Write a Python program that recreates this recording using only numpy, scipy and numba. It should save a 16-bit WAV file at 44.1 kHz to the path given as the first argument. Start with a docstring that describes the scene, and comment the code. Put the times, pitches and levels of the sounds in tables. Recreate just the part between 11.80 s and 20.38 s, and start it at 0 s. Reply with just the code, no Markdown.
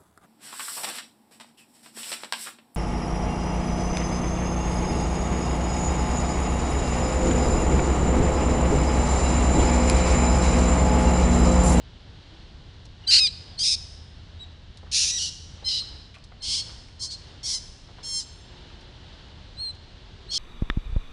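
"""A concrete yard, one microphone a few metres from an infant macaque that screams as an adult pulls it about.
Thin whistles of tightly stretched vocal folds come alone or edge the short screams, whose pulsed voice
tips in and out of chaos and rings briefly off walls and trees. Paws scuff and dry litter ticks close by.
Behind them lie a low rumble, an even outdoor hiss and, at times, a far idling engine and faint hums."""
import sys
import numpy as np
from scipy import signal
from scipy.fft import rfft, irfft
from scipy.io import wavfile
from scipy.ndimage import uniform_filter1d
from numba import njit

SR = 44100
rng = np.random.default_rng(int(sys.argv[2]) if len(sys.argv) > 2 else 0)


def output_pcm(signal):
    """Save a mono or channel-first signal as 16-bit PCM at the path in sys.argv[1].

    Samples are clipped to [-1, 1] before scaling.
    """
    pcm = np.clip(np.atleast_2d(signal).T, -1, 1) * 32767
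    wavfile.write(sys.argv[1], SR, np.round(pcm).astype(np.int16))


N = 378378
TIME = np.arange(N) / SR
WAVER, WAVER_PER_S = .004, 50  # no cry holds its pitch quite still: share of pitch, turns a second


def infant():
    """The infant, a few metres off: all its screams and squeals."""
    # Each row is a scream or part of a long one: start and length in seconds, pitch in Hz, final sag as
    # a share, peak in dB, seconds to the peak, swell and fade in dB, mouth resonance from and to in Hz,
    # calm roughness 0-1, seconds to the break, seconds broken, broken pitch in Hz, broken roughness 0-1.
    screams = [ (1.273, 0.13, 1571, 0.08, -13, 0.065, 7, 4, 4900, 4630, 0.06, .030, .12, 1496, 0.91),
               (1.391, 0.09, 1285, 0.12, -18, 0.057, -1, 7, 4900, 4600, .04, .079, .04, 1264, 0.67),
               (1.787, 0.17, 1622, .06, -20, 0.132, 4, 11, 4570, 5370, 0.33, .046, .15, 1324, 0.77),
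               (3.113, 0.203, 1350, 0, -20.5, .050, 4.5, 6.5, 4000, 6530, 0.9, 0.019, .22, 1298, 0.94),
               (3.294, .205, 1975, .10, -26, 0.13, 4, 8.5, 6200, 4700, .33, .091, .14, 1500, 0.65),
               (3.845, 0.16, 1046, 0.06, -24.5, 0.026, 9, 4.5, 5630, 3460, 0, 0.04, .15, 1034, 0.54),
               (4.618, 0.2, 1070, 0.012, -24.5, 0.13, 8.5, 10, 4500, 5170, 0.17, 0.024, .17, 1071, 0.57),
               (5.192, 0.091, 1085, 0.045, -31, 0.044, 7.5, 12, 4650, 5100, 0.07, 0.029, .045, 1085, 0.72),
               (5.302, .054, 1100, 0.00072, -36, 0.026, -6, 12, 4400, 4430, 0.42, 0.0127, .06, 1100, .8),
               (5.629, 0.16, 1100, 0.095, -26, 0.11, 6, 16, 5670, 5540, 0.17, 0.028, .098, 1101, 0.8),
               (6.228, 0.21, 1080, 0.054, -27, 0.15, 10.5, 22, 5160, 5040, 0.02, .172, .03, 1015, 0.52),
               (8.504, 0.079, 1090, 0.027, -24, .075, 7.5, -0.5, 4700, 5200, 0.19, .025, .09, 1092, 0.65)]
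    # Each row is the throat's shape in one scream, as pairs of frequency in Hz and gain in dB.
    throats = [
        [(900, -48), (1300, -40), (1550, -25), (2000, -11), (2850, -11), (3450, -12), (4100, 0), (4900, 0),
         (5900, -15), (7000, -14), (9700, -22), (11000, -31)],
        [(700, -68), (1250, -31.5), (2500, -5.5), (3750, 0), (5000, 5.5), (6200, -13), (7600, -17.5),
         (8800, -13.5), (11000, -51)],
        [(760, -75), (1300, -48), (2090, -7), (2590, -7), (2930, -8), (3600, 5), (4540, 3), (5140, 11.5),
         (6910, -3.5), (7970, -6.5), (9030, -2), (11000, -22.5), (14300, -71), (22000, -120)],
        [(760, -55), (1300, -41), (1710, -18), (1930, -19.5), (2500, -12), (3410, -7), (4880, -2.5),
         (5930, -1.5), (7220, -6.5), (7620, -17), (8870, -11), (11000, -22.5), (14300, -39), (22000, -120)],
        [(760, -73), (1300, -44), (1910, -22), (2540, -34), (2830, -7), (4920, -5.5), (5830, -3), (6320, -9.5),
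         (7900, -15), (11000, -27), (14300, -77), (22000, -120)],
        [(820, -89), (1400, -51), (2650, -18.5), (2960, -13), (3680, -12.5), (4080, -3), (4480, -8), (5280, -6),
         (5810, -17.5), (11000, -36), (14300, -60), (22000, -120)],
        [(560, -62), (950, -25.5), (1590, -61), (1740, -41), (2840, -6.5), (3120, -9.5), (3640, -5),
         (4030, -5.5), (4990, -2.5), (7000, -13), (9520, -15.5), (11000, -42), (14300, -69), (22000, -120)],
        [(560, -47), (950, -9.5), (1870, -36), (2200, -20), (2730, -28), (3150, -2), (3710, -4), (4200, 8.5),
         (5370, 9.5), (9720, -4.5), (11000, -24), (14300, -58), (22000, -120)],
        [(820, -63), (1400, -33), (2050, -50), (2210, -31), (3430, -16), (4330, -4), (9250, -21), (11000, -54),
         (14300, -82), (22000, -120)],
        [(560, -60), (950, -24), (1310, -43), (1360, -25), (2200, -22), (2840, -19), (3450, -8.5), (4600, -1.5),
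         (5260, 0.5), (8000, -11.5), (8680, -11), (11000, -21), (14300, -44), (22000, -120)],
        [(700, -64), (1060, -32.5), (2120, -33.5), (3190, -17), (4260, -9), (5320, -5), (6390, -9.5),
         (7450, -8.5), (8490, -19), (9590, -15), (10650, -31)],
        [(820, -49), (1400, -30), (1940, -45), (3320, -7), (3810, -13), (4260, -6), (4800, -6.5), (5860, -9.5),
         (11000, -35), (14300, -67), (22000, -120)],
    ]
    # Each row: start and length in seconds, seconds to the top, top pitch in Hz, top level in dB.
    squeals = [ (1.23, 0.029, 0.013, 2900, -49.5), (1.266, 0.015, 0.016, 4150, -22),
               (1.475, 0.019, 0.0038, 4020, -28.5), (1.775, 0.023, 0.0091, 4380, -35),
               (1.94, 0.017, 0.0033, 4480, -31), (2.584, 0.064, 0.03, 3930, -42.5),
               (3.837, 0.024, 0.018, 4170, -34), (3.99, 0.035, 0.015, 4240, -30.5),
               (4.601, 0.039, 0.014, 4270, -46), (4.796, 0.037, 0.0048, 4440, -36),
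               (5.188, 0.06, 0.0223, 4340, -45), (5.26, 0.11, .036, 4390, -39.5),
               (6.231, 0.036, .020, 4350, -48), (7.761, .160, 0.057, 4240, -32),
               (8.48, .120, 0.0299, 4310, -36)]
    out = np.zeros(N)
    for row, throat in zip(screams, throats):
        add(out, *scream(row, throat))
    for row in squeals:
        add(out, *squeal(*row))
    return out


def scream(row, throat, mouth_width_hz=1000., tip_s=0.0064, full_voice_db=-13, treble_hz=6370):
    """Fold pulses ring the throat; the moving mouth sweeps one more resonance across them."""
    (start, length, pitch_hz, sag, peak_db, peak_s, swell_db, fade_db, mouth_from_hz, mouth_to_hz,
     calm_rough, break_s, broken_s, broken_hz, broken_rough) = row
    t, window = span(length, attack_s=0.0028, release_s=0.0048)
    # effort starts softly, builds to a peak, then gives out
    before, after = arch(t, peak_s, length)
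    db = peak_db - 15 * np.exp(-t / 0.008) - swell_db * before - fade_db * after ** 1.9
    # overdriven folds tip into chaos, often at a lower pitch
    broken = np.clip(np.minimum(t - break_s, break_s + broken_s - t) / tip_s + .5, 0, 1)
    chaos = broken_rough * np.exp(-(t - break_s) / 0.48)  # eases as the air runs out
    onset_crack = 0.533 * np.exp(-(t / 0.00763) ** 2)
    rough = calm_rough + broken * (chaos - calm_rough) + onset_crack
    # in chaos the pitch hops between two registers, the wider the louder
    hops = .085 * broken * undb(db - full_voice_db) * np.tanh(2 * walk(190, len(t)))
    scoop = 0.0354 * np.exp(-t / 0.01398)
    late_sag = sag * (t / length) ** 2.6
    bend = hops + WAVER * walk(WAVER_PER_S, len(t)) - scoop - late_sag
    hz = (pitch_hz + broken * (broken_hz - pitch_hz)) * (1 + bend)
    voice = colour(folds(hz, np.clip(rough, 0, 1)), throat)
    mouth_hz = np.linspace(mouth_from_hz, mouth_to_hz, len(t))
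    voice = voice + 0.53 * resonate(voice, mouth_hz, mouth_width_hz)
    # a softer voice is duller: the treble loses 0.3 dB more for each dB below the peak
    treble = signal.sosfiltfilt(signal.butter(4, treble_hz, "high", fs=SR, output="sos"), voice)
    voice = voice + treble * (undb(0.3 * (db - peak_db)) - 1)
    # lung pressure sets the power, however the folds vibrate
    power = uniform_filter1d(voice ** 2, int(0.011 * SR))
    steady = voice / np.sqrt(np.abs(power) + 1e-12)
    surge_db = 1.2 * rough * walk(60, len(t))
    return start, steady * undb(db + surge_db) * window


def folds(hz, rough, lurch=.065, jitter=.08, shimmer_db=2, breath=.12, rasp=.32, half_taps=8):
    """One sharp pulse per closure; roughness makes the pitch lurch and the cycles uneven."""
    n = len(hz)
    chance = rng.standard_normal((1024, 2))
    cycles = np.cumsum(hz * (1 + lurch * rough * walk(240, n))) / SR
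    closures = np.interp(np.arange(1, int(cycles[-1])), cycles, np.arange(n))
    cycle_rough, period = rough[closures.astype(int)], SR / hz[closures.astype(int)]
    closures = closures + np.cumsum(jitter * cycle_rough * period * chance[:len(closures), 0])
    strength = undb(shimmer_db * cycle_rough * chance[:len(closures), 1])
    # each pulse falls between samples
    taps = closures.astype(int)[:, None] + np.arange(1 - half_taps, half_taps + 1)
    offset = taps - closures[:, None]
    shapes = strength[:, None] * np.sinc(offset) * np.cos(np.pi * offset / (2 * half_taps)) ** 2
    pulses = np.bincount(np.clip(taps, 0, n).ravel(), shapes.ravel(), n + 1)[:n]
    # turbulent air between the folds grows with the roughness
    return unit(pulses) + (breath + rasp * rough) * rng.standard_normal(n)


def squeal(start, length, top_s, top_hz, top_db, rise=.1, sag=0.056, swell_db=28, fade_db=31):
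    """A thin whistle that climbs as the folds tighten and sinks as they slacken."""
    # Each row is a partial: multiple of the pitch, relative level in dB.
    partials = [(1, 0), (2, -22)]
    t, window = span(length, attack_s=0.0012, release_s=.003)
    before, after = arch(t, top_s, length)
    hz = top_hz * (1 + WAVER * walk(WAVER_PER_S, len(t)) - rise * before ** 2 - sag * after ** 2)
    db = top_db - swell_db * before ** 2 - fade_db * after ** 13
    return start, window * whistle(hz, db, partials, tremble=.0025, flutter_db=.6)


def litter():
    """Dry litter snaps under the animals."""
    # Each row: start in seconds, peak in dB before the gain, centre in Hz.
    ticks = [(1.052, -49.5, 4600), (2.9716, -44.5, 4720), (4.3824, -58, 4660), (4.4403, -47, 4940),
             (7.0082, -52.5, 4700), (7.4827, -62, 4550), (7.9494, -55, 4550)]
    return contacts(ticks, decay_s=0.0062, spread=0.67, gain_db=7.5)


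def paws():
    """Paws land and brush on the concrete."""
    # Each row: start in seconds, peak in dB before the gain, centre in Hz.
    steps = [(3.03, -43, 520), (3.062, -46, 900), (3.235, -45, 800), (3.825, -43, 605), (4.02, -47, 1020),
             (4.343, -39.5, 2085), (4.363, -46, 940), (4.519, -41, 775), (4.893, -46.5, 1080),
             (5.085, -45.5, 2020), (6.086, -46, 666), (6.184, -43, 846), (6.902, -46, 1380)]
    return contacts(steps, decay_s=0.014, spread=1.23, gain_db=2.5)


def contacts(events, decay_s, spread, gain_db, grain_db=4.5):
    """Each contact crushes a little grit: a short grainy burst in one broad resonance."""
    out, t = np.zeros(N), TIME[:SR // 10]
    for start, db, hz in events:
        grit = rng.standard_normal(len(t)) * undb(grain_db * walk(800, len(t))) * np.exp(-t / decay_s)
        centre = np.full(len(t), float(hz))
        burst = resonate(resonate(grit, centre, spread * hz), centre, spread * hz)
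        add(out, start, burst / np.abs(burst).max() * undb(db + gain_db))
    return out


def yard(direct, bounce_s=0.00095, early_db=-22, early_s=0.047, tail_db=-21, t60_s=0.89, dull_hz=8000):
    """A bounce off the concrete, a spray from the near wall and a faint tail from trees and buildings."""
    # The echo gains while the infant backs away from the microphone towards the wall.
    # Each row: time in seconds, gain into the echo in dB.
    echo_curve = [(1.3, -3), (1.9, 1.5), (3.3, 7.5), (6.3, 4), (8.5, -5)]
    t = TIME[:SR + SR // 2]
    early = rng.standard_normal(len(t)) * np.exp(-t / early_s) * (t > .005)
    tail = rng.standard_normal(len(t)) * np.exp(-np.log(1000) * t / t60_s) * (1 - np.exp(-t / 0.0026))
    tail = signal.sosfilt(signal.butter(1, dull_hz, fs=SR, output="sos"), tail)
    response = (undb(early_db) * unit(early) + undb(tail_db) * unit(tail)) / np.sqrt(len(t))
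    bounce = 0.026 * np.interp(TIME - bounce_s, TIME, direct)
    echo_db = np.interp(TIME, *np.transpose(echo_curve))
    return direct + bounce + signal.fftconvolve(direct * undb(echo_db), response)[:N]


def air(split_hz=230, buffet_db=1.0, flicker_db=1.68, base_db=-47):
    """Open air: a low rumble that slowly eases and a smooth far hiss, each drifting on its own."""
    # Each row of the air's spectrum: frequency in Hz, relative level in dB.
    spectrum = [(13, -52), (22, -2.5), (77, -0.5), (172, -11.5), (241, -15.5), (337, -16.5), (598, -20),
                (906, -21), (1210, -25), (1600, -23), (2500, -27), (2920, -20.5), (4200, -21.5),
                (8930, -49), (11000, -59.5), (14300, -125), (22000, -120)]
    hz = np.arange(N // 2 + 1) * SR / N
    bins = rfft(rng.standard_normal(N)) * undb(spectrum_db(spectrum, hz))
    low_share = 1 / (1 + (hz / split_hz) ** 4)
    rumble, hiss = irfft(bins * low_share, N), irfft(bins * (1 - low_share), N)
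    rumble_db = 3.5 - 0.24 * TIME + buffet_db * walk(26, N)
    hiss_db = -1.5 + flicker_db * walk(5.3, N)
    return (rumble * undb(rumble_db) + hiss * undb(hiss_db)) / np.std(rumble + hiss) * undb(base_db)


def engine(idle_hz=81, fade_s=0.52, waver_db=0.1):
    """A far engine idles, in earshot for a while; only its lowest two orders carry."""
    # Its time in earshot: start and length in seconds, level in dB.
    earshot = (0.61, 3.6, -49.5)
    start, length, db = earshot
    window = np.clip(np.minimum(TIME - start, start + length - TIME) / fade_s, 0, 1)
    phase = 2 * np.pi * np.cumsum(idle_hz * (1 + 0.014 * walk(4.625, N))) / SR
    hum = unit(np.sin(phase) + undb(-15) * np.sin(2 * phase))
    return window * hum * undb(db + waver_db * walk(5.7, N))


def far_tones(fade_s=0.21):
    """Faint hums from far off, perhaps traffic, blurred on their way."""
    # Each row: start and length in seconds, nominal pitch in Hz, glide as a share, level in dB.
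    hums = [(.25, 0.56, 341, -.02, -62), (6.097, 3.3, 933, -0.029, -72), (6.499, 0.76, 376, -.025, -65.5),
            (8.148, 0.57, 395, 0.014, -64.5)]
    out = np.zeros(N)
    for start, length, nominal_hz, glide, db in hums:
        t, window = span(length, fade_s, fade_s)
        hz = 0.96 * nominal_hz * (1 + glide * (t / length - .5))
        add(out, start, window * whistle(hz, db, [(1, 0)], tremble=0.0325, flutter_db=4.5))
    return out


def whistle(hz, db, partials, tremble, flutter_db):
    """A nearly pure, slightly trembling tone."""
    phase = 2 * np.pi * np.cumsum(hz * (1 + tremble * walk(280, len(hz)))) / SR
    tone = sum(undb(part_db) * np.sin(k * phase) for k, part_db in partials)
    return unit(tone) * undb(db + flutter_db * walk(110, len(hz)))


@njit
def resonate(x, hz, width_hz):
    """Band-pass whose centre may move every sample."""
    y, band_state, low_state = np.empty(len(x)), 0., 0.
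    for i in range(len(x)):
        tuning, damping = np.tan(np.pi * min(hz[i], .45 * SR) / SR), width_hz / hz[i]
        band = (band_state + tuning * (x[i] - low_state)) / (1 + tuning * (tuning + damping))
        band_state = 2 * band - band_state
        low_state += 2 * tuning * band
        y[i] = damping * band
    return y


def colour(x, points, size=1024):
    """Causal filter with the given spectrum."""
    hz = np.arange(size // 2 + 1) * SR / size
    cepstrum = irfft(np.log(undb(spectrum_db(points, hz))))
    cepstrum[1:size // 2] *= 2
    cepstrum[size // 2 + 1:] = 0
    return signal.fftconvolve(x, irfft(np.exp(rfft(cepstrum))))[:len(x)]


def spectrum_db(points, hz):
    """A spectrum read on a log-frequency axis."""
    point_hz, db = np.transpose(points)
    return np.interp(np.log(np.maximum(hz, 1)), np.log(point_hz), db)


def arch(t, top_s, length):
    """How far a cry is before its top (1 to 0) and past it (0 to 1)."""
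    return np.clip(1 - t / top_s, 0, 1), np.clip((t - top_s) / max(length - top_s, 1 / SR), 0, 1)


def span(length, attack_s, release_s):
    """The time since an event began, and a window with soft ends."""
    t = TIME[TIME <= length]
    return t, np.clip(np.minimum(t / attack_s, (length - t) / release_s), 0, 1)


def walk(turns_per_s, size):
    """Smooth random motion, spread near 1."""
    position = np.arange(size) * turns_per_s / SR
    return 1.2 * np.interp(position, np.arange(4096), rng.standard_normal(4096))


def add(out, start_s, x):
    """Mix x into out from start_s on."""
    i = int(np.clip(round(start_s * SR), 0, N - 1))
    out[i:i + len(x)] += x[:N - i]


def undb(db):
    """Decibels to gain."""
    return 10 ** (np.asarray(db) / 20)


def unit(x):
    """Scale to rms 1."""
    return x / np.sqrt(np.mean(x ** 2) + 1e-18)


def scene():
    """At the microphone, in mono: the monkeys in the yard over the far background."""
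    scuffle = litter() + paws()
    return (yard(infant() + scuffle) + air() + engine() + far_tones())[None]


def record(dry, top_hz=11100):
    """The recorder cuts the top steeply."""
    return signal.sosfilt(signal.ellip(12, .2, 70, top_hz, fs=SR, output="sos"), dry)


dry = scene()
out = record(dry)
output_pcm(out)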